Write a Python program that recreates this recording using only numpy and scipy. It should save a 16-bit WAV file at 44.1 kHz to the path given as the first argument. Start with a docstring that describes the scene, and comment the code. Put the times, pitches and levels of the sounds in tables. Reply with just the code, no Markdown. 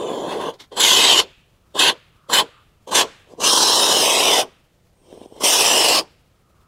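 """Expanding foam is sprayed from a can into the gap under a wooden shed, close by on a concrete slab.
Over low garden air, foam first oozes out with a thin whistle and a few plops, then the trigger creaks.
Four short squeezes splutter and hiss, coloured by the slab and the hollow, as a far-off whine swells.
A long fifth squeeze moves out over fresh foam, where the jet blows a ringing pocket. Bubbles spit,
and a last squeeze hisses in the open. The garden gives the can a faint tail throughout."""
import sys
import numpy as np
from scipy import signal
from scipy.fft import rfft, irfft
from scipy.io import wavfile
from scipy.ndimage import uniform_filter1d

SR = 44100
rng = np.random.default_rng(int(sys.argv[2]) if len(sys.argv) > 2 else 0)


def to_wav(sig):
    """Store sig (one row per channel, or 1-D mono) as 16-bit WAV at the path in sys.argv[1].

    Samples outside -1..1 are clipped; the rate is SR.
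    """
    pcm = np.clip(np.atleast_2d(sig), -1, 1) * 32767
    pcm = np.round(pcm).astype(np.int16)
    wavfile.write(sys.argv[1], SR, pcm.T)  # frames by channels


N = 294147
FRAME, HOP = 1024, 256
TIME, HZ = np.arange(N) / SR, np.fft.rfftfreq(FRAME, 1 / SR)

# The straw's path: time_s, place (0 weeping, 1 deep in the gap, 2 at its edge, 3 over foam), slab_echo_ms
STRAW_PATH = [(0.5, 0.55, 0.31), (0.72, 0.57, 0.2), (0.9, 0.82, 0.36), (1.15, 0.95, 0.33),
              (1.85, 0.63, 0.27), (2.38, 0.55, 0.25), (3.0, 0.8, 0.34), (3.45, 1.6, 0.33),
              (3.65, 2.22, 0.31), (3.8, 2.34, 0.32), (4.0, 2.45, 0.31), (4.1, 3.4, 0.36),
              (5.42, 2.87, 0.34), (6.0, 2.63, 0.4)]
# Light touches that only let foam ooze: start_s, end_s, rise_db_per_s, splutter_db, hiss_db, fizz_db
OOZES = [(0, 0.49, 2000, -25.5, -40.5, -50.5), (0.29, 0.348, 1000, -51.5, -37, -48.5),
         (0.415, 0.504, 407, -36, -37.5, -49), (0.721, 0.773, 1994, -39, -47, -58),
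         (2.876, 2.899, 2500, -34, -45.5, -49), (3.31, 3.337, 352, -45.5, -68.5, -61.5),
         (3.385, 3.4, 1198, -35.5, -61, -56), (5.112, 5.259, 172, -46.5, -59.5, -62.5),
         (5.385, 5.408, 121.5, -43, -56, -59)]
# Full squeezes: crack_s, open_s, release_s, splutter_db, hiss_db, fizz_db, held_back_db, garden_send_db
SQUEEZES = [(0.769, 0.795, 1.203, -22.5, -14, -20, -10, 1),
            (1.751, 1.786, 1.896, -22.5, -14, -23, -15.5, 1),
            (2.299, 2.326, 2.401, -20, -14.5, -20.5, -12.5, 3),
            (2.915, 2.942, 3.0157, -18.5, -15.5, -18, -12.5, 9),
            (3.404, 3.433, 4.410, -21, -19.5, -20, -9.5, 1.5),
            (5.408, 5.432, 5.99, -22, -19, -19, -13, -0.5)]
# Attack until the valve cracks: splutter_db_per_s, hiss_db_per_s, fizz_db_per_s
ATTACK = [2397.5, 2004, 1800]
# Drift over one squeeze as the straw fills with foam: splutter_db, hiss_db, fizz_db
THICKENING = [3.5, 1.1, -5.0]
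# Release, the gas stopping before the foam: splutter_db_per_s, hiss_db_per_s, fizz_db_per_s
RELEASE = [403, 798.5, 843.5]
# Splutter EQ with the valve barely open, in the gap, at its edge, in the open: frequency_hz, gain_db
SPLUTTER_THICK = [(40, -50), (130, -14), (220, -7.5), (380, 3), (720, -4.5), (1020, -7), (1400, -23.5)]
SPLUTTER_HOLLOW = [(40, -44), (130, -21), (220, -14.5), (380, -5.5), (560, -11), (760, -4), (1080, -2.5),
                   (1400, -12)]
SPLUTTER_EDGE = [(40, -44.5), (130, -21), (220, -13), (380, -5.5), (720, -9), (1020, -0.5), (1400, -9.5)]
SPLUTTER_OPEN = [(40, -52.5), (130, -21.5), (220, -15.5), (380, -4), (720, 1), (1020, -0.5), (1400, -13.5)]
# Gas EQ at the straw's four places: frequency_hz, gain_db
GAS_WEEPING = [(1350, -7), (1650, 5.5), (2200, -15.5), (2750, -15), (3350, -3), (3800, -18), (4500, -26),
               (5400, -26.5), (7000, -23), (8000, -24.5), (10300, -12), (12000, -29.5), (15500, -22.5)]
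GAS_IN_GAP = [(1350, -9.5), (1950, -11), (2350, -16.5), (2750, -7), (3350, 0), (3700, -7.5), (4200, -3.5),
              (4900, -10.5), (5600, -12), (7700, -6.5), (8800, -21.5), (10800, -16), (15500, -35)]
GAS_AT_EDGE = [(1350, -11.5), (1650, -6), (2150, -27.5), (2700, -13), (3150, -4), (3500, -13.5), (4050, -2),
               (4550, -9.5), (5250, -3.5), (6300, -12), (9300, -10), (10600, -17.5), (15500, -28.5)]
GAS_OVER_FOAM = [(1350, -11.5), (1600, -2.5), (2050, -0.5), (2400, -0.5), (2950, 4.5), (3600, 3),
                 (3950, -0.5), (4600, -5.5), (5400, -3.5), (6800, -3.5), (8500, -3), (11500, -9),
                 (15500, -17.5)]
# Ring of the pocket blown into the foam, as its size changes: time_s, lower_pitch_hz, upper_pitch_hz
POCKET_PITCHES = [(3.472, 2970, 5950), (3.55, 3150, 5170), (3.61, 4080, 5060), (3.72, 4050, 5090),
                  (4.0, 3120, 5220), (4.1, 3080, 5300), (4.19, 3840, 5800), (4.38, 3480, 5800),
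                  (5.45, 3060, 5480), (5.58, 2980, 5700), (5.73, 2800, 5600), (5.85, 2850, 5070),
                  (5.999, 2880, 4660)]
# The pocket's lower and upper resonance: half_width_hz, boost_db
POCKET_PEAKS = [(160, 5.5), (300, 5)]
# Thin whistles of the barely open valve: start_s, end_s, pitch_hz, half_width_hz, level_db
WHISTLES = [(0, 0.284, 7120, 300, -50), (4.995, 5.416, 8550, 300, -68)]
# EQ of the outdoor air: frequency_hz, gain_db
AIR_EQ = [(15, -13), (30, -2), (90, -1.5), (160, -5), (260, -15), (500, -15), (900, -21.5), (1500, -26),
          (3000, -28), (7000, -33), (15500, -38)]
# Decay of the garden's tail: frequency_hz, t60_s
GARDEN_DECAY = [(150, 1), (1000, 0.54), (3000, 0.85), (6000, 0.43), (14000, 0.94)]
# Return level of the garden's tail: frequency_hz, gain_db
GARDEN_RETURN = [(150, -34.5), (600, -36), (1800, -28), (3200, -36.5), (6000, -34.5), (14000, -49.5)]
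# Single bubbles bursting at the tip: time_s, relative_level_db, relative_snap_db
SPITS = [(0.116, -10, -18), (0.222, -14, -28), (0.241, -37, -25), (0.282, -15, -16), (3.336, -25, -29),
         (5.127, -24, -14.5), (5.176, -27.5, -19.5), (5.215, -22, -20), (5.259, -25, -25),
         (5.323, -28.5, -30), (5.364, -31, -11), (5.437, -9.5, -19.5)]
# EQ of a lone bubble: frequency_hz, gain_db
PLOP_EQ = [(40, -28.5), (130, -11.5), (220, 5.5), (420, 7), (720, 0.5), (1020, -13.5), (1400, -47.5)]
# The trigger creaking back: peak_s, relative_level_db
CREAKS = [(0.5416, -37), (0.6054, -26.5), (0.6134, -38), (0.6199, -34.5), (0.6397, -38)]
# EQ of the trigger's plastic: frequency_hz, gain_db
PLASTIC_EQ = [(120, -35.5), (200, -3), (376, -1), (602, -11), (980, -2.5), (1750, -10), (2090, -1),
              (2550, -12), (3470, -0.5), (15000, -28.5)]
# Swells of the far-off whine: peak_s, level_db, rise_db_per_s, fall_db_per_s
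WHINE_SWELLS = [(1.65, -69, 89, 12), (2.27, -58.5, 66, 32), (2.59, -57, 61, 240.5), (6.62, -64, 38.5, 10)]


def gain_of(db):
    return 10 ** (np.asarray(db) / 20)


def unit_rms(x):
    return x / np.sqrt(np.mean(x ** 2) + 1e-20)


def curve_at(points, hz):
    """A curve joined by straight lines on a log-frequency axis."""
    f, value = np.transpose(points)
    return np.interp(np.log(hz + 1), np.log(f + 1), value)


def follow(rows, t):
    """The columns of an automation curve at the times t."""
    times, *columns = np.transpose(rows)
    return [np.interp(t, np.maximum.accumulate(times), c) for c in columns]


def add(mix, start_s, sound):
    part = mix[max(round(start_s * SR), 0):][:len(sound)]
    part += sound[:len(part)]


def equalised(x, eq):
    return irfft(rfft(x) * gain_of(curve_at(eq, np.fft.rfftfreq(len(x), 1 / SR))), len(x))


def below(edge_hz, order=16):
    """Share of the power under a crossover."""
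    return 1 / (1 + (HZ / edge_hz) ** order)


def ramp(start_s, length_s):
    return np.clip((TIME - start_s) / max(length_s, 1 / SR), 0, 1)


def flutter(rate_hz):
    """Random wobble up to about this rate, rms 1."""
    f = np.fft.rfftfreq(N, 1 / SR)
    return unit_rms(irfft(rfft(rng.standard_normal(N)) * f / (f + 8) / (1 + (f / rate_hz) ** 2), N))


def fuzzy_tone(pitch_hz, half_width_hz):
    """Noise in one narrow resonance, rms 1."""
    f = np.fft.rfftfreq(N, 1 / SR)
    return unit_rms(irfft(rfft(rng.standard_normal(N)) / (1 + ((f - pitch_hz) / half_width_hz) ** 2), N))


def gate_db(start_s, end_s, rise_db_per_s):
    """Splutter, hiss and fizz swell up to the start, hold, and fall once the trigger is let go."""
    attack_db = -np.outer(rise_db_per_s, np.maximum(start_s - TIME, 0))
    return attack_db - np.outer(RELEASE, np.maximum(TIME - end_s, 0))


def valve(snap_s=0.008, creep_db_per_s=221.5, kick_db=0.5, kick_s=0.016, foam_share=0.22):
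    """Envelopes of splutter, hiss and fizz: a squeeze cracks the valve, then opens it; a touch oozes."""
    power = np.zeros((3, N))
    for crack_s, open_s, release_s, *levels_db, held_back_db, _ in SQUEEZES:
        opened = ramp(open_s, snap_s)
        cracked_db = held_back_db + creep_db_per_s * np.minimum(TIME - open_s, 0)
        overshoot_db = kick_db * np.exp(-np.maximum(TIME - open_s, 0) / kick_s)  # pent-up gas
        gas_db = (1 - opened) * cracked_db + opened * overshoot_db
        db = np.c_[levels_db] + np.outer([foam_share, 1, 1], gas_db)  # foam only partly follows the gas
        db += np.outer(THICKENING, ramp(open_s, release_s - open_s) - .5)
        power += gain_of(db + gate_db(crack_s, release_s, ATTACK)) ** 2
    for start_s, end_s, rise, *levels_db in OOZES:
        power += gain_of(np.c_[levels_db] + gate_db(start_s, end_s, rise)) ** 2
    return np.sqrt(power)


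def bubbling(per_s, spread_db, share):
    """Bubbles of uneven size burst in turbulent gas; share is their part of the power."""
    sizes = gain_of(spread_db * np.minimum(rng.exponential(1, N), 3.5))
    clicks = sizes * rng.choice([-1., 1.], N) * (rng.random(N) < per_s / SR)
    return np.sqrt(share) * unit_rms(clicks) + np.sqrt(1 - share) * rng.standard_normal(N)


def slab_and_hollow(t, slab_gain=0.33, slab_hz=9000, hollow_ms=1.944, hollow_hz=5000):
    """Comb filters: one bounce off the concrete, and echoes to and fro under the shed."""
    place, slab_ms = follow(STRAW_PATH, t)
    feedback = np.interp(place, [1, 2], [0.35, 0.069])[:, None]  # weaker as the straw leaves the gap
    phase_per_ms = -2j * np.pi * HZ / 1000
    bounce = slab_gain * below(slab_hz, order=2) * np.exp(phase_per_ms * slab_ms[:, None])
    round_trip = feedback * below(hollow_hz, order=2) * np.exp(phase_per_ms * hollow_ms)
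    return (1 + bounce) / (1 - round_trip)


def through_gap(drive, eqs, place, band, scatter_db=5.0):
    """Morphs between EQs as the straw moves and adds the rings and echoes around it, at even power."""
    _, t, spectra = signal.stft(drive, SR, nperseg=FRAME, noverlap=FRAME - HOP)
    place = np.clip(np.interp(t, TIME, place), 0, len(eqs) - 1)[:, None]
    db = sum(np.maximum(1 - abs(place - k), 0) * curve_at(eq, HZ) for k, eq in enumerate(eqs))
    in_open = np.clip(place - 1, 0, 1)
    for pitch_hz, (half_width_hz, boost_db) in zip(follow(POCKET_PITCHES, t), POCKET_PEAKS):
        db += in_open * boost_db / (1 + ((HZ - pitch_hz[:, None]) / half_width_hz) ** 2)
    # hand, can and lumps of foam scatter the shorter waves in shifting patches
    patches = uniform_filter1d(rng.standard_normal(db.shape), size=14, axis=0)
    patches = unit_rms(uniform_filter1d(patches, size=5, axis=1))
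    db += scatter_db * patches * (1 - below(1200, order=2)) * below(13000, order=4)
    colour = gain_of(db) * slab_and_hollow(t) * np.sqrt(band)
    colour /= np.sqrt(np.mean(abs(colour) ** 2, axis=1, keepdims=True))
    return signal.istft(spectra * colour.T, SR, nperseg=FRAME, noverlap=FRAME - HOP)[1][:N]


def spray(thin_hiss_db=-33):
    """Plugs of foam splutter out of the straw and chop the jet of gas behind them."""
    splutter_gain, hiss_gain, fizz_gain = valve()
    foam_eqs = [SPLUTTER_THICK, SPLUTTER_HOLLOW, SPLUTTER_EDGE, SPLUTTER_OPEN]
    gas_eqs = [GAS_WEEPING, GAS_IN_GAP, GAS_AT_EDGE, GAS_OVER_FOAM]
    place = follow(STRAW_PATH, TIME)[0]
    thinned = np.minimum(hiss_gain / gain_of(thin_hiss_db), 1) ** 2  # without gas the foam comes thick
    foam_place = np.maximum(place, np.minimum(2 * place, 1))  # hollow as soon as the straw enters
    low, low_and_mid = below(1600), below(4800)
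    plugs = flutter(rate_hz=34)
    wet = bubbling(per_s=1100, spread_db=3.0, share=0.51)
    jet = bubbling(per_s=2500, spread_db=1.5, share=0.26)
    splutter = through_gap(wet, foam_eqs, foam_place * thinned, low) * unit_rms(gain_of(0.86 * plugs))
    hiss = through_gap(jet, gas_eqs, place, (1 - low) * low_and_mid) * unit_rms(gain_of(0.96 * plugs))
    fizz = through_gap(jet, gas_eqs, place, 1 - low_and_mid) * unit_rms(gain_of(0.8 * plugs))
    return splutter_gain * splutter + hiss_gain * hiss + fizz_gain * fizz


def valve_whistles():
    """Gas squeezes past the valve seat in a thin, breathy tone."""
    out = np.zeros(N)
    for start_s, end_s, pitch_hz, half_width_hz, level_db in WHISTLES:
        gate = uniform_filter1d(((TIME >= start_s) & (TIME < end_s)).astype(float), size=7000)
        out += gain_of(level_db) * gate * fuzzy_tone(pitch_hz, half_width_hz)
    return out


def outdoor_air(level_db=-58.5):
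    """A low, gently wavering bed of air."""
    rumble = equalised(rng.standard_normal(N), AIR_EQ)
    return gain_of(level_db) * unit_rms(rumble * gain_of(1.2 * flutter(rate_hz=9)))


def garden_tail(x, build_s=0.013):
    """A diffuse tail from shed, hedge and house: each band dies away at its own rate."""
    hz, t, spectra = signal.stft(x, SR, nperseg=256)
    power = uniform_filter1d(abs(spectra) ** 2, size=7, axis=0)
    decay = gain_of(-60 * t / curve_at(GARDEN_DECAY, hz)[:, None]) ** 2 * (1 - np.exp(-t / build_s))
    lingering = signal.fftconvolve(power, decay / decay.sum(1, keepdims=True), axes=1)[:, :len(t)]
    noise = signal.stft(rng.standard_normal(N), SR, nperseg=256)[2]
    tail = noise / noise.std() * np.sqrt(abs(lingering)) * gain_of(curve_at(GARDEN_RETURN, hz))[:, None]
    return signal.istft(tail, SR, nperseg=256)[1][:N]


def pop(spectrum):
    """A sharp-fronted, minimum-phase pulse with this spectrum, peak 1."""
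    log_gain = np.log(np.maximum(spectrum / spectrum.max(), 1e-4))
    mirrored = np.concatenate([log_gain, log_gain[-2:0:-1]])
    pulse = np.fft.ifft(np.exp(np.conj(signal.hilbert(mirrored)))).real
    return pulse / abs(pulse).max()


def bubble_spits(trim_db=-3, snap_trim_db=3):
    """Bubbles burst at the tip, each a dull plop with a small snap of gas."""
    out = np.zeros(N)
    plop = pop(gain_of(curve_at(PLOP_EQ, HZ)) * np.sqrt(below(1350)))
    snap = pop(gain_of(curve_at(GAS_WEEPING, HZ)) * np.sqrt(1 - below(1800, order=6)))
    for time_s, level_db, snap_db in SPITS:
        add(out, time_s, gain_of(level_db + trim_db) * (plop + gain_of(snap_db + snap_trim_db) * snap))
    return out


def trigger_creaks(trim_db=-10, t60_s=0.085, rise_s=0.0063):
    """Short scrapes of plastic swell and stop as the trigger is let go."""
    out, t = np.zeros(N), np.arange(-SR // 40, SR // 10) / SR
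    envelope = np.where(t < 0, np.exp(np.minimum(t, 0) / rise_s), gain_of(-60 * t / t60_s))
    for peak_s, level_db in CREAKS:
        scrape = unit_rms(equalised(rng.standard_normal(len(t)), PLASTIC_EQ))
        add(out, peak_s + t[0], gain_of(level_db + trim_db) * envelope * scrape)
    return out


def far_whine():
    """A faint, far-off whine swells and fades on one pitch."""
    swells = [gain_of(level_db - np.maximum(rise * (peak_s - TIME), fall * (TIME - peak_s)))
              for peak_s, level_db, rise, fall in WHINE_SWELLS]
    return np.max(swells, axis=0) * fuzzy_tone(pitch_hz=1230, half_width_hz=150)


def scene():
    """The can up close, with a garden send for each squeeze, over the ambience; both channels alike."""
    can = spray() + bubble_spits() + trigger_creaks() + valve_whistles()
    sends = [(s, send_db) for crack_s, _, release_s, *_, send_db in SQUEEZES for s in (crack_s, release_s)]
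    send = gain_of(follow(sends, TIME)[0])
    return np.tile(can + garden_tail(can * send) + outdoor_air() + far_whine(), (2, 1))


def record(dry):
    """Clips at full scale, then cuts the treble above 15.8 kHz."""
    lowpass = signal.firwin(511, 15800, window=("kaiser", 9), fs=SR)
    return signal.oaconvolve(np.clip(dry, -1, 1), lowpass[None], "same")


dry = scene()
out = record(dry)
to_wav(out)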